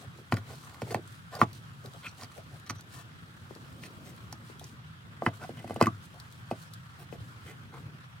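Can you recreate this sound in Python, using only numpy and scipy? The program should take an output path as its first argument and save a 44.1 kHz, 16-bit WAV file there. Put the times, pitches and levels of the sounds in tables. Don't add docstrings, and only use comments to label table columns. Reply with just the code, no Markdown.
import sys
import numpy as np
from scipy import signal
from scipy.fft import rfft, irfft, next_fast_len
from scipy.io import wavfile
from scipy.ndimage import uniform_filter1d

SR = 44100
rng = np.random.default_rng(int(sys.argv[2]) if len(sys.argv) > 2 else 0)


def generate_wav(signal):
    frames = np.transpose(np.atleast_2d(signal))
    scaled = np.clip(frames, -1, 1) * 32767
    pcm = np.round(scaled).astype(np.int16)
    wavfile.write(sys.argv[1], SR, pcm)


N = 361619
RUBBLE_S, SECOND_BLOCK_S = 2.85, 4.9

# start in seconds, clack peak in dB, contact pitch in Hz, bright edge peak in dB,
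# thud peak in dB, left over right in dB, contact time in seconds.
KNOCKS = [(0.187, -47, 654, -65, -42, -3, 0.0013), (0.3225, -14, 1030, -19, -14.5, 0, 0.0015),
          (0.341, -30, 1490, -52, -52, -3, 0.00095), (0.368, -39, 1390, -29.5, -32, -1, 0.0033),
          (0.635, -43, 1370, -59, -47, -2, .0013), (0.744, -45, 1140, -44.5, -62, -2, 0.0027),
          (0.8185, -26.5, 605, -31, -27, -3, 0.0016), (0.906, -40, 640, -36, -35, 1, 0.001),
          (0.945, -16, 730, -23.5, -25, -2.5, 0.0018), (1.4147, -6, 1125, -19, -14, -1.5, 0.0018),
          (1.4198, -34, 277, -50, -26, 3, 0.0029), (1.429, -42, 910, -35, -34, 2, 0.00077),
          (1.848, -47, 493, -67, -42.5, 20, 0.0024), (2.064, -40.5, 2630, -37, -43, 1, 0.0022),
          (2.211, -42, 4450, -46, -51, -4, 0.00092), (2.227, -47, 4500, -60, -63, -4, .001),
          (2.234, -36.5, 5230, -60, -58, -8, 0.00049), (2.245, -44, 4570, -52, -60, -4, 0.00087),
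          (2.221, -37, 1074, -57, -38.5, -3, 0.0019), (2.233, -39, 920, -41, -50, -1, 0.00088),
          (2.315, -49, 1230, -50, -64, -4, 0.0028), (2.378, -48.5, 605, -52.5, -55, 25, 0.0069),
          (2.697, -29.5, 1250, -29, -30, -3, 0.0027), (2.704, -29.5, 1160, -32, -47, -1, 0.0021),
          (2.755, -50, 1280, -54, -61, -4, 0.0016), (3.509, -36, 536, -61, -48, 9, 0.001),
          (3.562, -38, 575, -62, -58, 7, 0.00044), (3.8358, -39, 2520, -39.5, -45, 10, 0.00067),
          (4.327, -34.5, 966, -44, -40, 2, 0.0012), (4.499, -44.5, 556, -71, -49, 23, 0.00047),
          (4.612, -44, 715, -72, -52, 4, 0.0039), (5.2217, -19, 800, -57, -32, -0.5, 0.00063),
          (5.2626, -19, 1675, -28, -17, -4, 0.0018), (5.2646, -11, 1210, -40, -38, -2, 0.00081),
          (5.492, -30, 614, -50, -34.5, -2, 0.002), (5.571, -45.5, 1010, -49, -60, -3, 0.00065),
          (5.591, -54, 1500, -53, -50, -1, .001), (5.627, -55, 1500, -57, -56, -4, 0.0011),
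          (5.643, -32, 674, -50, -35, -1, 0.0029), (5.676, -43, 800, -44.5, -50, 4, 0.0019),
          (5.697, -34, 885, -46, -28.5, 1, 0.00057), (5.7073, -24.5, 660, -43, -37, -2, 0.00095),
          (5.72, -46, 580, -45.5, -44, -1, 0.0014), (5.761, -25.5, 664, -38.5, -31, -1, 0.001),
          (5.8124, -5.5, 887, -22, -11.5, -0.5, 0.0011), (5.825, -38, 660, -21, -37, -1, 0.0013),
          (5.838, -27, 1390, -31, -44, 3, 0.00087), (5.846, -33, 1310, -43, -38, 0, .001),
          (5.8582, -25, 1950, -36, -21, -2, 0.0009), (5.8678, -15.5, 1136, -35, -18, -2, 0.0031),
          (6.512, -19.5, 720, -36, -26, -1, 0.0018), (7.125, -37, 490, -45, -40.5, 14, 0.0026),
          (7.74, -44, 960, -62, -63, 0, 0.0014)]
def knock(mix, s, db, hz, edge_db, thud_db, pan_db, contact_s):
    add(mix, s, amp(db) * clack(s, hz, contact_s) + amp(edge_db) * bright_edge(s), pan_db)
    add(mix, s, amp(thud_db) * ledge_thud(s, clack_over_thud_db=db - thud_db), 0)
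    tick(mix, s, edge_db - 12, hz=4900, pan_db=pan_db)
    scrape(mix, s, length_s=0.032, db=db - 30.5, hz=0.71 * hz, octaves=0.7, pan_db=pan_db)


def clack(s, hz, contact_s):
    contacts = np.arange(3000) / SR / np.clip(contact_s, .0005, .008)
    sag_octaves = .3 if hz < 950 else 0
    pitch = hz * 2 ** (sag_octaves * (1 - contacts))
    burst = (contacts * np.exp(1 - contacts)) ** 2.8 * np.sin(2 * np.pi * np.cumsum(pitch) / SR)
    onset = np.sin(np.pi / 2 * np.minimum(contacts, 1)) ** 2
    ring = onset * peaked(block_ring(s, hz, octaves=0.56))
    ring_share = .6 if s < SECOND_BLOCK_S else .65
    return peaked(burst + ring_share * ring)


def bright_edge(s):
    t = np.arange(3000) / SR
    hz, octaves = (2110, 0.53) if s < SECOND_BLOCK_S else (2360, 0.59)
    rise_s, fall_s = (.0016, .006) if s < SECOND_BLOCK_S else (.002, .03)
    envelope = (1 - np.exp(-(t / rise_s) ** 2)) * np.exp(-t / fall_s)
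    return peaked(envelope * block_ring(s, hz, octaves))


# frequency in Hz, relative level in dB, 60 dB decay time in seconds.
FIRST_BLOCK_MODES = [(392, 13, 0.041), (660, 9.5, 0.016), (844, -2, 0.042), (1070, 1, 0.018),
                     (1267, -6, 0.031), (1443, -5.5, 0.04), (1865, 1, 0.014), (2210, 0.5, 0.011),
                     (2550, -5.5, 0.015), (3170, 3, 0.0083), (4200, 3.5, 0.012), (5940, 3, 0.009),
                     (8400, 0, 0.007)]
SECOND_BLOCK_MODES = [(365, 12, 0.02), (469, 7, 0.015), (679, 3, 0.02), (906, -5, 0.02), (1080, -5, 0.018),
                      (1150, 1.5, 0.013), (1500, -0.5, 0.015), (2024, -1.5, 0.015), (2550, -5.5, 0.019),
                      (2980, -5, 0.016), (4780, -11, 0.022), (4900, -12, .014), (8200, -16, 0.017)]
def block_ring(s, centre_hz, octaves):
    modes = FIRST_BLOCK_MODES if s < SECOND_BLOCK_S else SECOND_BLOCK_MODES
    hz, db, t60 = np.transpose(modes)[:, :, None]
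    t = np.arange(3000) / SR
    polarity = (-1) ** np.arange(len(modes))[:, None]
    spot_gain = polarity * amp(2.5 * rng.standard_normal(hz.shape))
    hz = hz * (1 + .015 * rng.standard_normal(hz.shape))
    partials = amp(db - 60 * t / t60) * np.sin(2 * np.pi * hz * t)
    return (spot_gain * contact_band(hz, centre_hz, octaves) * partials).sum(0)


def contact_band(hz, centre_hz, octaves):
    return np.exp(-.5 * (np.log2(hz / centre_hz) / max(octaves, .05)) ** 2)


# frequency in Hz, relative level in dB,
# 60 dB decay time in seconds, rise time in seconds.
LEDGE_MODES = [(101, 11, 0.2, 0.044), (112, 7.5, 0.1, 0.0084), (176.4, 6, 0.048, 0.0091),
               (252.4, 7, 0.04, 0.0053), (336, 4, 0.039, 0.0042), (420, -7, 0.019, 0.0014)]
def ledge_thud(s, clack_over_thud_db):
    hz, db, t60, rise_s = np.transpose(LEDGE_MODES)[:, :, None]
    t = np.arange(6000) / SR
    centre_hz = (190 if s < SECOND_BLOCK_S else 244) * 2 ** (.015 * clack_over_thud_db)
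    swell = (t / rise_s) ** 2 / (1 + (t / rise_s) ** 2)
    partials = swell * amp(db - 60 * t / t60) * np.sin(2 * np.pi * hz * t)
    return peaked((contact_band(hz, centre_hz, octaves=0.76) * partials).sum(0))


# start in seconds, peak in dB, pitch in Hz, left over right in dB.
TICKS = [(0.3246, -43, 4800, -4), (0.944, -31, 4560, -2), (2.696, -42.5, 4300, -3), (5.262, -37, 5230, -2),
         (5.8249, -25, 4800, -1), (5.8243, -30, 7700, 1), (5.858, -34, 4800, -4), (5.868, -35.5, 6300, -1),
         (0.3405, -34.5, 4480, 2), (1.075, -46, 8000, -1), (1.3517, -34, 4670, -1.5),
         (1.392, -44, 4400, -2.5), (1.53, -43, 4530, 6), (1.8592, -37.5, 4230, 7), (1.935, -45, 3960, 11),
         (2.113, -50, 5530, 0), (2.598, -46, 4070, 4), (2.664, -45, 5600, -9), (2.8084, -43, 5200, -8),
         (3.5506, -42.5, 4700, 5), (4.163, -47, 4100, -5), (4.3259, -30, 5600, -1.5),
         (4.595, -38.5, 3570, 3), (4.6412, -38, 5760, -3), (5.287, -54, 4670, 0), (5.697, -50, 8400, -6),
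         (5.7418, -41.5, 8400, -2.5), (5.8113, -24, 4800, -3), (6.1428, -48, 4000, 7),
         (6.1995, -37.5, 4660, 8), (6.324, -43.5, 4000, 7), (6.736, -40, 4500, 8)]
def tick(mix, s, db, hz, pan_db):
    t = np.arange(500) / SR
    rise_s, t60 = .0009, .01
    fizz = rng.standard_normal(len(t)) * amp(-60 * t / t60) * np.minimum(t / rise_s, 1)
    pitched = bandpass(fizz, hz / 1.18, hz * 1.18, order=2)
    wide = bandpass(fizz, 3000, 11000, order=1)
    add(mix, s, amp(db) * peaked(pitched + 0.46 * wide), pan_db)


# start in seconds, length in seconds, rms level in dB,
# favoured pitch in Hz, breadth in octaves, left over right in dB.
SCRAPES = [(0, 0.066, -57, 860, 0.62, 5), (0.115, 0.13, -62.5, 500, 0.33, 6),
           (0.354, 0.05, -52.5, 1480, 0.97, -4), (0.463, 0.097, -52.5, 1140, 0.81, 1),
           (0.582, 0.31, -61, 1140, 0.43, 1), (0.851, 0.072, -50.5, 700, 0.97, 0),
           (0.898, 0.037, -40, 930, 1, 0), (0.958, 0.051, -45.5, 378, 0.43, 0),
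           (1.309, 0.084, -45, 1070, 0.49, 0), (1.317, 0.037, -67, 4400, 0.16, -1),
           (1.38, 0.053, -42.5, 1050, 0.91, 0), (1.816, 0.088, -55.5, 696, 1.6, -1),
           (1.925, 0.059, -59, 654, 0.26, 9), (2.015, 0.074, -52, 2000, 0.87, -1),
           (2.031, 0.058, -46.5, 2620, 0.048, 0), (2.038, 0.05, -53, 1280, 0.11, 3),
           (2.069, 0.04, -58, 5870, 0.42, -4), (2.171, 0.095, -57, 1490, 0.86, -1),
           (2.349, 0.07, -56.5, 624, 0.29, -7), (2.501, 0.084, -61.5, 600, 0.22, 7),
           (2.654, 0.032, -56, 2200, 0.86, 1), (2.692, 0.02, -44.5, 5260, 0.35, -11),
           (2.731, 0.11, -68.5, 5900, 0.23, -6), (2.899, 0.15, -57, 2280, 0.68, 7),
           (3.804, 0.084, -54.5, 2180, 0.69, -3), (4.033, 0.097, -59, 900, 1.03, 3),
           (4.602, 0.061, -59.5, 740, 0.55, -7), (5.225, 0.045, -52, 690, 1.9, 0),
           (5.399, 0.067, -46, 1004, 0.59, 0), (5.564, 0.043, -60, 3040, 0.081, 1),
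           (5.572, 0.054, -59, 2000, 0.28, -1), (5.566, 0.083, -60, 750, 0.46, -2),
           (5.791, 0.04, -40, 1020, 0.75, -4), (6.125, 0.063, -59, 750, 0.56, 4),
           (6.973, 0.075, -56, 600, 3.1, -1), (7.121, 0.043, -51.5, 500, 1.1, -4),
           (7.441, 0.1, -53.5, 1960, 1.8, -2), (7.71, 0.089, -53, 1010, 0.75, 0)]
def scrape(mix, s, length_s, db, hz, octaves, pan_db):
    catches_per_s = 2500
    chance, force = rng.random((12000, 2))[:round(length_s * SR)].T
    strength = np.sign(force - .5) * amp(-3.0 * np.log(abs(2 * force - 1) + 0.0065))
    catches = (chance < catches_per_s / SR) * strength * signal.windows.tukey(len(chance), .7)
    burst = rng.standard_normal(3000) * np.exp(-np.arange(3000) / SR / 0.0028)
    bins_hz = np.fft.rfftfreq(3000, 1 / SR) + 1
    crunch = irfft(rfft(burst) * contact_band(bins_hz, 0.55 * hz, 2.64 * octaves))
    ring_share = .15 if RUBBLE_S < s < SECOND_BLOCK_S else 1
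    response = ring_share * unit_rms(block_ring(s, hz, octaves)) + 0.32 * unit_rms(crunch)
    sound = signal.fftconvolve(catches, response)
    sliding_rms = np.sqrt(np.mean(sound[:len(catches)] ** 2))
    add(mix, s, amp(db) * sound / sliding_rms, pan_db)


# frequency in Hz, 60 dB decay time in seconds.
DECK_DECAY = [(150, 0.11), (500, 0.16), (1200, 0.058), (3000, 0.089), (9000, 0.03)]
def deck_echoes(stones):
    response = reflections(first_sample=120, decays=DECK_DECAY)
    return amp(-10) * signal.fftconvolve(stones, response[None], axes=1)[:, :N]


def reflections(first_sample, decays):
    slots = np.arange(first_sample, 8100, 16)
    arrivals = slots + rng.integers(0, 16, len(slots))
    taps = np.zeros(8192)
    taps[arrivals] = rng.choice([-1., 1.], len(arrivals))
    hz, t, bands = signal.stft(taps, SR, nperseg=256)
    bands = bands * amp(-60 * t / at_hz(decays, hz)[:, None])
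    bands /= np.linalg.norm(bands, axis=1, keepdims=True)
    tail = signal.istft(bands, SR, nperseg=256)[1]
    return tail / np.linalg.norm(tail)


# frequency in Hz, direct side signal over mid in dB.
WIDTH = [(60, -22), (110, -28), (200, -24), (380, -14), (700, -15), (1290, -9.5), (2380, -12.5), (4400, -4),
         (8120, -3), (15000, 1)]
def path_difference(stones):
    size = next_fast_len(N)
    width = amp(at_hz(WIDTH, np.fft.rfftfreq(size, 1 / SR)))
    side = irfft(1j * rfft(stones.mean(0), size) * width, size)[:N]
    close_echoes = reflections(first_sample=20, decays=[(300, 0.11), (8000, 0.025)])
    side = side + amp(-0.5) * signal.fftconvolve(side, close_echoes)[:N]
    return np.array([side, -side])


# middle in seconds, half length in seconds, level in dB.
SWISHES = [(0.016, 0.032, -57.5), (0.187, 0.028, -60), (0.524, 0.06, -55), (0.654, 0.12, -58.5),
           (0.887, 0.089, -57), (1.12, 0.071, -60), (1.353, 0.031, -51), (1.56, 0.028, -56.5),
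           (1.87, 0.02, -69), (1.973, 0.063, -60.5), (2.21, 0.047, -55), (2.366, 0.029, -57),
           (2.567, 0.049, -61.5), (2.942, 0.044, -56), (4.064, 0.082, -72), (4.488, 0.053, -60),
           (4.657, 0.071, -58.5), (5.357, 0.035, -60), (5.442, 0.04, -56.5), (5.58, 0.051, -66),
           (6.047, 0.02, -55.5), (6.207, .04, -74), (6.315, 0.044, -67), (6.613, 0.06, -58),
           (6.742, 0.0088, -55), (7.02, 0.035, -66), (7.27, 0.088, -63.5), (7.465, 0.1, -65),
           (7.788, .04, -62.5)]
# time in seconds, level in dB.
STIR = [(0, -68.5), (2.4, -66.5), (2.8, -73.5), (3.7, -64.5), (4.3, -66), (4.8, -84), (5.2, -74),
        (5.6, -67.5), (6.3, -65), (7.1, -70.5), (8.2, -78)]
def rustle_gain():
    power = level_curve(STIR) ** 2
    puffs = [(s + 0.0029, 0.009, -39 + 0.41 * edge_db) for s, _, _, edge_db, *_ in KNOCKS]
    for s, half_s, db in SWISHES + puffs:
        span = np.arange(max(round((s - 3 * half_s) * SR), 0), min(round((s + 3 * half_s) * SR), N))
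        power[span] += (amp(db) * np.exp(-((span / SR - s) / half_s) ** 2)) ** 2
    return np.sqrt(power)


# frequency in Hz, relative level in dB.
RUSTLE_SPECTRUM = [(1200, -35), (2500, -6), (4000, -2), (6500, -7), (8500, -5.5), (12000, -12),
                   (16000, -14.5)]
def rustle():
    grains = amp(1.8 * unit_rms(uniform_filter1d(rng.standard_normal(N), size=90)))
    hiss = noise(RUSTLE_SPECTRUM, coherence=[(2000, .5), (8000, .1)], patchy_db=1.4, flicker_db=1.2)
    return rustle_gain() * unit_rms(grains * hiss)


# frequency in Hz, relative level in dB.
SHUFFLE_SPECTRUM = [(120, -28), (200, -0.5), (280, -5), (420, -12), (700, -20), (1500, -41.5)]
# time in seconds, level in dB.
WEIGHT_SHIFTS = [(0, -57), (.2, -70), (.4, -59), (1.14, -62.5), (1.32, -78), (1.5, -61), (1.67, -63),
                 (2.47, -63.5), (2.88, -58), (3.31, -61.5), (3.95, -52), (4.25, -57), (4.73, -60),
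                 (4.92, -72), (5.23, -58), (5.72, -56.5), (5.93, -61), (6.32, -64.5), (6.85, -71),
                 (7.2, -60), (7.95, -58), (8.2, -104)]
def shuffle():
    rumble = noise(SHUFFLE_SPECTRUM, coherence=[(200, .9), (800, .7)], patchy_db=1.5, flicker_db=2.2)
    return level_curve(WEIGHT_SHIFTS) * rumble


# frequency in Hz, relative level in dB.
YARD_SPECTRUM = [(18, -79.5), (30, -69), (75, -2.5), (112, 12), (174, -14.5), (210, -11.5),
                 (426, -31.5), (473, -24), (666, -26), (721, -24), (1350, -13.5), (2230, -24),
                 (3310, -25), (6210, -37.5), (16000, -42)]
# frequency in Hz, correlation from -1 to 1.
YARD_COHERENCE = [(60, 1), (130, 0.89), (290, -0.15), (640, 0.2), (1410, -0.46), (3100, -0.16),
                  (6820, -0.07), (15000, -0.72)]
def yard():
    band_hz, half_width_hz = 3300, 31.5
    white = rng.standard_normal((2, N))
    thin_band = unit_rms(bandpass(white, band_hz - half_width_hz, band_hz + half_width_hz, order=2))
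    flutter_db = 2.2 * drift(fastest_hz=9)
    hum_and_hiss = noise(YARD_SPECTRUM, YARD_COHERENCE, patchy_db=1.54, flicker_db=1.47)
    return amp(-47) * hum_and_hiss + amp(-78 + flutter_db) * thin_band


def noise(spectrum, coherence, patchy_db, flicker_db):
    frames, hz = N // 256 + 5, np.fft.rfftfreq(1024, 1 / SR)
    left_re, left_im, other_re, other_im, patches = rng.standard_normal((frames, 513, 5)).T
    patches = unit_rms(uniform_filter1d(uniform_filter1d(patches, size=12, axis=0), size=10, axis=1))
    alike = at_hz(coherence, hz)[:, None]
    left = left_re + 1j * left_im
    right = alike * left + np.sqrt(1 - alike ** 2) * (other_re + 1j * other_im)
    db = at_hz(spectrum, hz)[:, None] + patchy_db * patches + flicker_db * rng.standard_normal(frames)
    shaped = amp(db) * np.array([left, right])
    return unit_rms(signal.istft(shaped, nperseg=1024, noverlap=768)[1][:, :N])


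def drift(fastest_hz):
    t = np.arange(N // 128 + 1) * 128 / SR
    rates_hz = np.geomspace(.2, fastest_hz, num=24)
    curve = sum(np.sin(2 * np.pi * (hz * t + rng.random())) / np.sqrt(hz) for hz in rates_hz)
    return np.repeat(unit_rms(curve), 128)[:N]


def add(mix, s, sound, pan_db):
    part = mix[:, round(s * SR):][:, :len(sound)]
    part += amp([[pan_db / 2], [-pan_db / 2]]) * sound[:part.shape[1]]


def bandpass(x, low_hz, high_hz, order):
    return signal.sosfilt(signal.butter(order, [low_hz, high_hz], "band", fs=SR, output="sos"), x)


def at_hz(points, hz):
    known_hz, value = np.transpose(points)
    return np.interp(np.log(hz + 1), np.log(known_hz + 1), value)


def level_curve(points):
    s, db = np.transpose(points)
    return amp(np.interp(np.arange(N) / SR, s, db))


def amp(db):
    return 10 ** (np.asarray(db) / 20)


def unit_rms(x):
    return x / np.sqrt(np.mean(x ** 2) + 1e-20)


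def peaked(x):
    return x / abs(x).max()


def scene():
    stones = np.zeros((2, N))
    for play, table in ((knock, KNOCKS), (tick, TICKS), (scrape, SCRAPES)):
        for row in table:
            play(stones, *row)
    stones = stones + deck_echoes(stones)
    return stones + path_difference(stones) + rustle() + shuffle() + yard()


def record(dry):
    low_hz, high_hz = 95.7, 16150
    thinned = signal.sosfilt(signal.butter(3, low_hz, "high", fs=SR, output="sos"), dry)
    lowpass = signal.firwin(511, high_hz, window=("kaiser", 9), fs=SR)
    return signal.oaconvolve(thinned, lowpass[None], "same")


dry = scene()
out = record(dry)
generate_wav(out)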